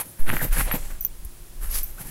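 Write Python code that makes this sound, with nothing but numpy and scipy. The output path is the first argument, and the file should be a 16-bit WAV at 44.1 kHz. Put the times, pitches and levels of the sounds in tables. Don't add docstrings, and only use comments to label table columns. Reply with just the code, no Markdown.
import sys
import numpy as np
from scipy import signal
from scipy.fft import rfft, irfft
from scipy.io import wavfile
from scipy.ndimage import uniform_filter1d

SR = 44100
rng = np.random.default_rng(int(sys.argv[2]) if len(sys.argv) > 2 else 0)


def transcribe(signal):
    frames = np.atleast_2d(signal).T
    limited = np.clip(frames, -1, 1)
    pcm = np.round(limited * 32767).astype(np.int16)
    wavfile.write(sys.argv[1], SR, pcm)


N = 92610

# multiple_of_centre, density_db
HISS_SPECTRUM = [(.5, -18.5), (.7, -16), (.86, -5), (.96, 0.5), (1.03, 1.5), (1.12, -4), (1.22, -9),
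                 (1.4, -13)]


def undb(db):
    return 10 ** (np.asarray(db) / 20)


def since(start):
    return np.maximum(np.arange(N) / SR - start, 0)


def colour(x, points):
    hz, db = np.array(points, float).T
    octave, knots = np.log2(np.maximum(np.fft.rfftfreq(N, 1 / SR), 1)), np.log2(hz)
    skirt_db = 30 * abs(octave - np.clip(octave, knots[0], knots[-1]))
    y = irfft(rfft(x) * undb(np.interp(octave, knots, db) - skirt_db), N)
    return y / y.std()


def wander(hz):
    span = max(int(SR / hz), 1)
    y = uniform_filter1d(np.repeat(rng.standard_normal(N // span + 1), span), span)[:N]
    return y / y.std()


def steady(x, samples):
    power = uniform_filter1d(uniform_filter1d(x ** 2, samples), samples)
    return x / np.sqrt(power + 1e-12)


def slips(per_s, spread_db):
    size = undb(spread_db * np.minimum(rng.exponential(size=N), 5))
    return (rng.random(N) < per_s / SR) * size * rng.choice([-1, 1], N)


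def paw_strokes():
    # start_s, rise_s, hold_s, fall_s, thud_db, rasp_db, swish_db, hiss_db, hiss_hz, fold_hz
    strokes = [(-.004, .003, 0.016, 0.012, -47.5, -35.5, -45, -28.5, 11050, 1040),
               (0.034, 0.025, .012, .065, -52, -58, -62, -43, 11100, 550),
               (0.174, 0.017, .015, .11, -47.5, -51.5, -77, -44, 11300, 1770),
               (0.257, 0.027, .016, 0.025, -33.5, -34, -49, -35, 11000, 1520),
               (0.315, 0.022, 0.0085, 0.0083, -29, -38, -42, -33.5, 12500, 1370),
               (0.344, 0.018, 0.029, 0.076, -43, -40, -45.5, -33, 12200, 1710),
               (0.403, .025, 0.016, 0.022, -31, -39, -42.5, -27, 12540, 520),
               (0.506, 0.028, .012, 0.032, -59, -38, -38, -32.5, 11200, 1460),
               (0.543, 0.041, .026, 0.0093, -33, -32.5, -40.5, -26, 11200, 1640),
               (0.605, 0.01, 0.014, 0.041, -41.5, -44.5, -42, -31, 11060, 2200),
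               (0.653, 0.029, .012, 0.013, -44.5, -35.5, -48, -42.5, 10300, 660),
               (0.697, 0.015, 0.025, 0.01, -47, -36, -52, -43, 11400, 1820),
               (0.732, 0.014, 0.014, 0.013, -32, -35.5, -42, -30.5, 12750, 505),
               (0.769, 0.02, 0.067, 0.069, -49, -50, -48.5, -46, 11300, 7000),
               (0.896, 0.0078, 0.0058, 0.033, -51, -50, -57.5, -50, 12500, 1450),
               (1.598, 0.035, 0.027, 0.046, -50, -47, -49.5, -38.5, 11200, 1300),
               (1.689, 0.067, 0.031, 0.019, -50.5, -42, -35.5, -28, 11300, 5200),
               (1.799, 0.048, 0.029, 0.099, -56.5, -57, -56.5, -43.5, 12000, 6470),
               (1.963, 0.042, 0.011, 0.024, -46, -47.5, -51, -38, 11250, 870),
               (2.033, 0.031, 0.028, .051, -47, -59, -50, -43, 11200, 1700)]
    # frequency_hz, density_db
    padding = [(50, -9), (85, -10.5), (125, 4), (190, -5.5), (300, -8), (480, -16.5), (900, -15)]
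    cloth = [(250, -25), (420, -3.5), (530, 2.5), (670, -4.5), (820, -1.5), (1050, -3), (1700, -2.5),
             (2300, -3), (3200, -7), (4500, -11.5), (7000, -79)]
    fur = [(1700, -1.5), (3700, -6.5), (5300, -3), (6700, -3), (8200, 2), (10000, -4), (15000, -31)]
    thud = steady(colour(slips(per_s=700, spread_db=4.2), padding), samples=900)
    rasp = steady(colour(slips(per_s=1600, spread_db=1.64), cloth), samples=900)
    swish = steady(colour(slips(per_s=14000, spread_db=2.3), fur), samples=900)
    nap = slips(per_s=12000, spread_db=2.8)
    out = np.zeros(N)
    for start, rise, hold, fall, *levels_db, hiss_hz, fold_hz in strokes:
        press = np.minimum(since(start) / rise, 1) ** 1.2
        lift = np.exp(-since(start + rise + hold) / fall)
        hiss = colour(np.roll(nap, rng.integers(N)), np.array(HISS_SPECTRUM) * [hiss_hz, 1])
        layers = np.array([thud, cloth_fold(rasp, fold_hz), cloth_fold(swish, fold_hz), hiss])
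        out += press * lift * (undb(levels_db) @ layers)
    judder_db = 0.84 * wander(hz=67)
    return out * undb(judder_db)


def cloth_fold(x, hz, boost_db=8.5, half_width_octaves=0.37):
    octaves = np.log2(np.maximum(np.fft.rfftfreq(N, 1 / SR), 1) / hz)
    y = irfft(rfft(x) * undb(boost_db / (1 + (octaves / half_width_octaves) ** 2)), N)
    return y / y.std()


def mattress_heave():
    # time_s, level_db
    contour = [(0, -49), (.17, -71), (.28, -28.5), (.44, -26.5), (.5, -17), (.78, -28.5), (.93, -27.5),
               (1.04, -37), (1.22, -35.5), (1.5, -42.5), (1.65, -24), (1.82, -25.5), (1.96, -38.5)]
    # frequency_hz, density_db
    spectrum = [(8, 3.5), (18, 12.5), (28, 6.5), (38, 2), (55, -9.5), (75, -19), (130, -80)]
    # start_s, level_db, press_s, recovery_s
    shoves = [(0.193, -4, 0.034, 0.078)]
    level_db = np.interp(np.arange(N) / SR, *np.array(contour).T)
    out = undb(level_db) * steady(colour(rng.standard_normal(N), spectrum), samples=3500)
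    for start, db, press, recovery in shoves:
        sink = np.sin(np.pi / 2 * np.minimum(since(start) / press, 1)) ** 2
        out += undb(db) * sink * np.exp(-since(start) / recovery)
    return out


def room_tone(noise_db=-48.5, hum_db=-63.5, hum_hz=350):
    # frequency_hz, density_db
    spectrum = [(45, 1.5), (120, 1.5), (190, -4), (290, -10), (400, -11.5), (770, -14.5), (1400, -17),
                (4000, -20.5), (8000, -18.5), (11200, -12.5), (13000, -18.5), (15700, -18.5)]
    noise = colour(rng.standard_normal(N), spectrum)
    hum = np.sqrt(2) * np.sin(2 * np.pi * hum_hz * since(0))
    return undb(noise_db) * noise + undb(hum_db) * hum


def dry_ticks(centre_hz=11570):
    # start_s, level_db, decay_s
    ticks = [(0.0105, -14, 0.0004), (1.032, -36, .003), (1.038, -36.5, 0.0069), (1.0492, -16, 0.00034),
             (1.2488, -33, 0.0054), (1.713, -33, 0.0054), (1.831, -29, 0.004)]
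    bursts = sum(undb(db) * (since(start) > 0) * np.exp(-since(start) / decay)
                 for start, db, decay in ticks)
    return bursts * colour(rng.standard_normal(N), np.array(HISS_SPECTRUM) * [centre_hz, 1])


def damped_swings(events, rise_cycles):
    out = np.zeros(N)
    for start, db, hz in events:
        cycles = since(start) * hz
        swell = cycles / rise_cycles
        out += undb(db) * (swell * np.exp(1 - swell)) ** 3 * np.sin(2 * np.pi * cycles)
    return out


def mattress_bumps():
    # start_s, peak_db, pitch_hz
    bumps = [(.063, -37.5, 237), (.297, -20, 115.5), (.336, -22, 135), (.444, -23.5, 111), (.582, -30, 194),
             (.7385, -21, 200.5), (1.24, -28, 49), (2.003, -35, 134)]
    return damped_swings(bumps, rise_cycles=0.82)


def claw_snags():
    # start_s, peak_db, pitch_hz
    snags = [(.2675, -27, 1800), (.2835, -22, 1680), (.2925, -11, 1900), (.3012, -7, 1780),
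             (.3185, -19.5, 2260), (.3322, -16.5, 1370), (.3385, -19, 1570), (.3678, -10.5, 1720),
             (.4158, -19.5, 640), (.5295, -21, 1770), (.5755, -22.5, 1500), (.597, -25, 2270),
             (.6072, -13.5, 1210), (.611, -12, 1770), (.7135, -9.5, 1820)]
    return damped_swings(snags, rise_cycles=0.66)


def collar_clinks(sag_per_s=10.2, detune=0.002, chatter_rad=0.55, tail_db=-21, tail_stretch=3.6):
    # pitch_hz, level_db, t60_s, part (0 buckle, 1 ring)
    modes = [(6080, -22, 0.051, 0), (12100, -18, .025, 0), (13420, -4, 0.012, 0), (14510, 2, 0.021, 0),
             (14460, -6.5, 0.043, 0), (11620, 4.5, 0.05, 1), (12040, -11.5, 0.059, 1)]
    # start_s, buckle_db, ring_db, contact_s
    clinks = [(0.313, -35, -32, 0.00042), (0.528, -26, -44, 0.00042), (0.7165, -23, -25.5, 0.00035),
              (.725, -38, -21, .0005), (1.0082, -14.5, -41, 0.0015), (1.024, -24.5, -41, 0.00082),
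              (1.049, -11, -52, 0.00038), (1.0643, -24, -49, 0.00087), (1.711, -46, -28, .0005),
              (1.832, -22, -33, .0003), (1.84, -23, -33, 0.00057), (1.859, -34, -43, 0.00065),
              (2.069, -37, -42, .0005)]
    chatters = [wander(hz=456) for _ in modes]
    out = np.zeros(N)
    for start, *part_db, contact in clinks:
        t = since(start)
        onset = 1 - np.exp(-t / contact)
        for (hz, db, t60, part), chatter in zip(modes, chatters):
            pitch = hz * (1 - sag_per_s * contact + detune * rng.standard_normal())
            decay = np.log(1000) * t / t60
            fade = np.exp(-decay) + undb(tail_db) * chatter * np.exp(-decay / tail_stretch)
            tone = np.sin(2 * np.pi * pitch * t + chatter_rad * chatter)
            out += undb(db + part_db[round(part)]) * onset * fade * tone
    return out


def claw_zips(end_slowing=0.24, waver=0.0482, roughness_db=2.5):
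    # start_s, length_s, top_pitch_hz, level_db
    zips = [(0.39, 0.011, 1900, -31), (.401, 0.021, 1813, -26), (0.419, 0.0063, 1676, -30),
            (1.974, 0.0354, 1567, -44)]
    out = np.zeros(N)
    for start, length, hz, db in zips:
        swell = np.sin(np.pi * np.minimum(since(start) / length, 1))
        speed = 1 - end_slowing * (1 - swell ** 2)
        cycles = np.cumsum(hz * speed * (1 + waver * wander(hz=900))) / SR
        out += undb(db + roughness_db * wander(hz=600)) * swell * np.sin(2 * np.pi * cycles)
    return out


def scene():
    return (paw_strokes() + mattress_heave() + room_tone() + dry_ticks()
            + mattress_bumps() + claw_snags() + collar_clinks() + claw_zips())[None]


def record(dry, cutoff_hz=15750):
    return signal.sosfilt(signal.ellip(10, .2, 70, cutoff_hz, fs=SR, output="sos"), dry)


dry = scene()
out = record(dry)
transcribe(out)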